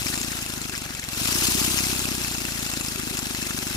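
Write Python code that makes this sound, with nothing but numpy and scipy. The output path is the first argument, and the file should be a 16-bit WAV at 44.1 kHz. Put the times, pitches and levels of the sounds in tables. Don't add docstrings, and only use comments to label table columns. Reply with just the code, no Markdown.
import sys
import numpy as np
from scipy import signal
from scipy.io import wavfile
from scipy.ndimage import uniform_filter1d

SR = 44100
rng = np.random.default_rng(int(sys.argv[2]) if len(sys.argv) > 2 else 0)


def transcribe(u):
    v = np.clip(np.atleast_2d(u).T, -1, 1)
    q = np.round(v * 32767).astype(np.int16)
    wavfile.write(sys.argv[1], SR, q)


def natural_amplitude(level_db):
    exponent = np.asarray(level_db, float) / 20
    return 10 ** exponent


N = 165816
TIME_S = np.arange(N) / SR
PORT_LAG_S, CLICK_LIKENESS = 0.00019, 0.55


def read(points, hz):
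    f, value = np.transpose(points)
    return np.interp(np.log(hz + 1), np.log(f + 1), value)


# time_s, pressure_db
AIR_SUPPLY = [(0, -8), (.08, -6.5), (.2, -9.5), (.45, -11), (.9, -14.5), (1.08, -14.5), (1.2, -5),
              (1.35, -2), (1.5, -0.5), (1.8, -3), (2.1, -7), (2.7, -9.5), (3.2, -10.1), (3.76, -9.5)]


def air_db(t_s):
    return np.interp(t_s, *np.transpose(AIR_SUPPLY))


# time_s, strokes_per_s
ENGINE_SPEED = [(0.0, 20.98), (0.091, 25.75), (0.184, 28.13), (0.322, 28.33), (0.57, 25.84), (0.93, 22.61),
                (1.107, 21.45), (1.151, 22.71), (1.222, 24.55), (1.286, 30.27), (1.472, 30.5),
                (1.777, 32.12), (2.039, 32.29), (2.339, 29.29), (2.663, 27.72), (3.238, 25.33),
                (3.76, 24.54)]
FIRST_STROKE = -0.423


def strokes():
    rate = np.interp(TIME_S, *np.transpose(ENGINE_SPEED))
    turns = FIRST_STROKE + np.cumsum(rate) / SR
    return turns, np.interp(np.arange(int(turns[-1]) + 1), turns, TIME_S)


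def train(times_s, sizes):
    at = np.round(times_s * SR).astype(int)
    ok = (at >= 0) & (at < N)
    return np.bincount(at[ok], sizes[ok], N)


def ring(hz, decay_ms, order=0):
    u = np.arange(3000) / SR
    v = u * 1000 / decay_ms
    return v ** order * np.exp(-v) * np.sin(2 * np.pi * hz * u)


def t60_ring(hz, t60_s):
    return ring(hz, t60_s * 1000 / np.log(1000))


def walls(x):
    t60_s, size = 0.067, 12000
    taps = rng.choice([-1., 1.], (2, size)) * (rng.random((2, size)) < 0.05)
    taps *= natural_amplitude(-60 * np.arange(size) / SR / t60_s) * (np.arange(size) > 150)
    return signal.oaconvolve(x, taps / np.linalg.norm(taps[0]), axes=1)[:, :N]


# freq_hz, likeness_0_1
PORT_LIKENESS = [(60, .98), (300, .92), (700, .65), (1500, .6), (3000, .3), (15000, .25)]
# freq_hz, balance_db
PORT_BALANCE = [(60, 2), (130, 5.5), (290, 4.5), (640, 2.5), (1410, 6), (3100, 3.5), (6820, 4.5),
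                (15000, 3.5)]


def noise(spectrum, patch_db):
    size = 2048 if spectrum[0][0] < 100 else 256
    hz = np.fft.rfftfreq(size, 1 / SR)
    frames = N // (size // 4) + 5
    a, b, c, d, patch = rng.standard_normal((frames, len(hz), 5)).T
    patch = uniform_filter1d(uniform_filter1d(patch, size=4, axis=0), size=5, axis=1)
    same = np.clip(read(PORT_LIKENESS, hz), 0, 1)[:, None]
    tilt = natural_amplitude(read(PORT_BALANCE, hz) / 2)[:, None]
    late = np.exp(-2j * np.pi * hz * PORT_LAG_S)[:, None]
    shared, own = a + 1j * b, c + 1j * d
    second = same * late * shared + np.sqrt(1 - same ** 2) * own
    z = np.array([shared * tilt, second / tilt])
    inside = (hz >= spectrum[0][0]) & (hz <= spectrum[-1][0])
    z *= (natural_amplitude(read(spectrum, hz)) * inside)[:, None] * natural_amplitude(patch_db * patch / patch.std())
    out = signal.istft(z, nperseg=size, noverlap=size * 3 // 4)[1][:, :N]
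    return out / out.std()


# freq_hz, density_db
ROOM_AIR = [(40, -10), (70, -10), (120, 1), (200, -3), (310, -9), (440, -14), (800, -9), (1500, -21)]
# freq_hz, density_db
BOX_AIR = [(90, -35), (240, -32), (300, -3.5), (345, 1.5), (400, 2), (450, -37)]


def room_air():
    turns, air = strokes()[0], air_db(TIME_S)
    room = noise(ROOM_AIR, 1.6) * natural_amplitude(-44 + 0.27 * air)
    swell_db = 6.9 * np.sin(np.pi * (turns - 0.1))
    return room + noise(BOX_AIR, 2.3) * natural_amplitude(-42 + 1.1 * air + swell_db)


# choke_db, choke_lead_ms, choke_width_ms, burst_db, burst_decay_ms, swell_db
VALVE_GATE = [
    (-7.5, 1.05, 5, 2.5, 4.5, 7.5),
    (-2, 1, 7.5, 4, 4.5, 9.5),
]


def valve_gate_db():
    turns, times = strokes()
    k = np.clip(np.floor(turns).astype(int), -1, len(times) - 1)
    edges = np.r_[times, times[-1] + 0.04, times[0] - 0.048]
    since_ms, until_ms = (TIME_S - edges[k]) * 1000, (edges[k + 1] - TIME_S) * 1000
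    _, _, _, burst_db, burst_decay_ms, swell_db = np.array(VALVE_GATE)[k % 2].T
    choke_db, lead_ms, width_ms = np.array(VALVE_GATE)[(k + 1) % 2].T[:3]
    gate = burst_db * np.exp(-since_ms / burst_decay_ms)
    gate += choke_db * np.exp(-((until_ms - lead_ms) / width_ms) ** 2)
    gate += swell_db * (turns % 1) ** 2
    flutter = uniform_filter1d(uniform_filter1d(rng.standard_normal(N), size=300), size=300)
    return gate + 1.04 * flutter / flutter.std()


# freq_hz, density_db
SLIDING_PAPER = [(260, -53), (450, -23), (515, 11.5), (726, 12.5), (1100, 3.5), (1440, 18.5), (6730, 7.5),
                 (12200, -58.5), (16000, -19)]


def paper_slide(gate_db):
    cycle_db = 0.5 * np.sin(2 * np.pi * (strokes()[0] - 0.05))
    return noise(SLIDING_PAPER, 4.5) * natural_amplitude(-41 + 0.13 * air_db(TIME_S) + cycle_db + 1.5 * gate_db)


# freq_hz, density_db
TUBE_LEAK = [(260, -22), (450, -11.5), (1170, -9), (1400, -9.5), (1830, -13.5), (2550, -5), (5300, -2.5),
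             (12200, -6), (16000, -13)]


def air_leak(gate_db):
    level_db = -24.5 + 1.1 * air_db(TIME_S) + uniform_filter1d(gate_db, size=40)
    return noise(TUBE_LEAK, 2.5) * natural_amplitude(level_db)


# freq_hz, level_db, t60_s
PAPER_MODES = [(1424, -8.5, 0.0078), (2690, -5, 0.014), (4230, -4, 0.0042), (5400, -4.2, 0.0056),
               (6650, -0.5, 0.0037), (7410, 2, 0.0044), (9450, -10.5, 0.0031), (11800, -8, .003)]


def paper_blows(times_s, level_db):
    cap_db, colour_db, blow_s = -18, 2.5, 0.0017
    level_db = np.minimum(level_db, cap_db)
    colour = colour_db * rng.standard_normal((len(times_s), len(PAPER_MODES)))
    scratch = rng.standard_normal((2, N))
    scratch[1] = CLICK_LIKENESS * scratch[0] + np.sqrt(1 - CLICK_LIKENESS ** 2) * scratch[1]
    u = np.arange(300)
    blow = 0.26 * np.exp(-u / SR / blow_s) * np.minimum(u / 15, 1)
    out = np.zeros((2, N))
    for k, (hz, mode_db, t60_s) in enumerate(PAPER_MODES):
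        hits = train(times_s, natural_amplitude(level_db + mode_db + colour[:, k]))
        drive = signal.oaconvolve(hits, blow)[:N] * scratch
        out += signal.oaconvolve(drive, t60_ring(hz, t60_s)[None], axes=1)[:, :N]
    return out


# start_s, level_db, pitch_hz
PAPER_SNAPS = [(0.0675, -8, 5450), (0.7522, -11.5, 5300), (1.177, -17, 5400), (1.192, -18, 5540),
               (1.256, -8.5, 5550), (1.3279, -8, 5850), (1.349, -12, 5340), (1.3962, -19, 5300),
               (1.7814, -7, 6470), (1.788, -5, 5400), (1.8412, -8.5, 5300), (1.9036, -15, 5300),
               (1.9114, -27, 5230), (2.701, -27, 5470), (3.3486, -14, 4470)]


def snaps():
    out = np.zeros((2, N))
    for start_s, level_db, hz in PAPER_SNAPS:
        snap = natural_amplitude(level_db - 5.5) * (t60_ring(hz, 0.011) + 1.2 * ring(hz * 0.44, 1.0))
        at = round(start_s * SR)
        out[:, at:at + len(snap)] += snap * [[1], [CLICK_LIKENESS]]
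    return out


# cylinder, place_strokes, scatter_strokes, chance_0_1, level_db
LOOSE_PARTS = [
    (0, .16, 0.08, .6, -22),
    (0, .6, 0.2, .5, -25),
    (1, .22, .05, .7, -31),
    (1, .45, .05, .4, -19.5),
    (1, 0.5, 0.11, .5, -39),
]


def rattles():
    times = strokes()[1]
    gap_s, at, db = np.gradient(times), [], []
    for side, place, scatter, chance, level_db in LOOSE_PARTS:
        own = slice(int(side) % 2, None, 2)
        t = times[own]
        luck, dice = rng.standard_normal((len(t), 2)), rng.random(len(t))
        at.append(t + gap_s[own] * (place + scatter * luck[:, 0]))
        missed_db = -80 * (dice > chance)
        db.append(level_db + 0.57 * air_db(t) + 3 * luck[:, 1] + missed_db)
    return paper_blows(np.concatenate(at), np.concatenate(db))


# delay_ms, level_db, spread_db
VALVE_CLACKS = [
    (-.6, -20.5, 1),
    (1.2, -22, 1.5),
]


def clacks():
    times, at, db = strokes()[1], [], []
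    for side, (delay_ms, level_db, spread_db) in enumerate(VALVE_CLACKS):
        t = times[side::2]
        luck = rng.standard_normal((len(t), 2))
        at.append(t + (delay_ms + 0.4 * luck[:, 0]) / 1000)
        db.append(level_db + 0.18 * air_db(t) + spread_db * luck[:, 1])
    return paper_blows(np.concatenate(at), np.concatenate(db))


def clatter():
    out = snaps() + rattles() + clacks()
    out[1] = np.roll(out[1], round(PORT_LAG_S * SR)) * natural_amplitude(-3.5)
    return signal.sosfilt(signal.butter(2, 900, "high", fs=SR, output="sos"), out)


# lead_ms, freq_hz, decay_ms, level_db, air_share
PUFF_MODES = [
    [(4.42, 117, 5.16, -19.5, .5), (4.57, 96, 5.7, -23.5, .5)],
    [(4.5, 57, 11, -29, 0.2), (4.5, 66, 14, -27.5, 0.6)],
]


def puffs(port, times, luck):
    out = np.zeros(N)
    for mode in PUFF_MODES:
        lead_ms, hz, decay_ms, level_db, air_share = mode[port]
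        size = -natural_amplitude(level_db + air_share * air_db(times) + 0.5 * luck[:, 0])
        out += signal.oaconvolve(train(times - lead_ms / 1000, size), ring(hz, decay_ms))[:N]
    return out


# lead_ms, freq_hz, decay_ms, level_db
CYLINDER_KNOCK = [
    [(4.1, 260, 1.6, 0), (3.3, 308, 1.7, -6)],
    [(3.9, 275, 2.2, 0), (3.2, 310, 2.3, -6)],
]
# time_s, cylinder_0_db, cylinder_1_db
PISTON_LANDING = [(0, -14.5, -15), (.15, -10, -11.5), (.35, -15.5, -15), (.7, -17.5, -17),
                  (1.05, -23.5, -19), (1.2, -12, -13.5), (1.3, -5.5, -12.5), (1.45, -7, -18.5),
                  (1.7, -5, -14.5), (2.0, -10, -14), (2.4, -12.5, -14.5), (3.76, -12.5, -13.5)]


def knocks(port, times, luck):
    spread_db, wobble_ms = 1.6, 0.15
    rebound_ms, rebound_db = (9.5, 8.1), (-18, -10)
    landing, out = np.transpose(PISTON_LANDING), np.zeros(N)
    for side in range(2):
        lead_ms, hz, decay_ms, level_db = CYLINDER_KNOCK[side][port]
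        own = luck[side::2]
        t = times[side::2] + (wobble_ms * own[:, 1] - lead_ms) / 1000
        force_db = np.interp(t, landing[0], landing[1 + side])
        size = natural_amplitude(level_db + force_db + spread_db * own[:, 2])
        hits = train(t, size)
        hits += train(t + rebound_ms[side] / 1000, size * natural_amplitude(rebound_db[side]))
        out += signal.oaconvolve(hits, ring(hz, decay_ms, order=1))[:N]
    return out


def thumps():
    times = strokes()[1]
    luck = rng.standard_normal((len(times), 3))
    out = np.array([puffs(port, times, luck) + knocks(port, times, luck) for port in range(2)])
    return signal.sosfiltfilt(signal.butter(3, 440, fs=SR, output="sos"), out)


def scene():
    gate_db = valve_gate_db()
    air = room_air() + paper_slide(gate_db) + air_leak(gate_db)
    clicks, low = clatter(), thumps()
    tail = walls(natural_amplitude(-15) * low + natural_amplitude(-9) * clicks)
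    return air + tail + clicks + low


def band_limit(x):
    return signal.sosfilt(signal.butter(12, 15700, fs=SR, output="sos"), x)


def record(dry):
    cut = signal.sosfiltfilt(signal.butter(2, 44, "high", fs=SR, output="sos"), dry)
    lowpass = signal.firwin(511, 15600, window=("kaiser", 9), fs=SR)
    mix = signal.oaconvolve(cut, lowpass[None], "same")
    return band_limit(mix)


dry = scene()
out = record(dry)
transcribe(out)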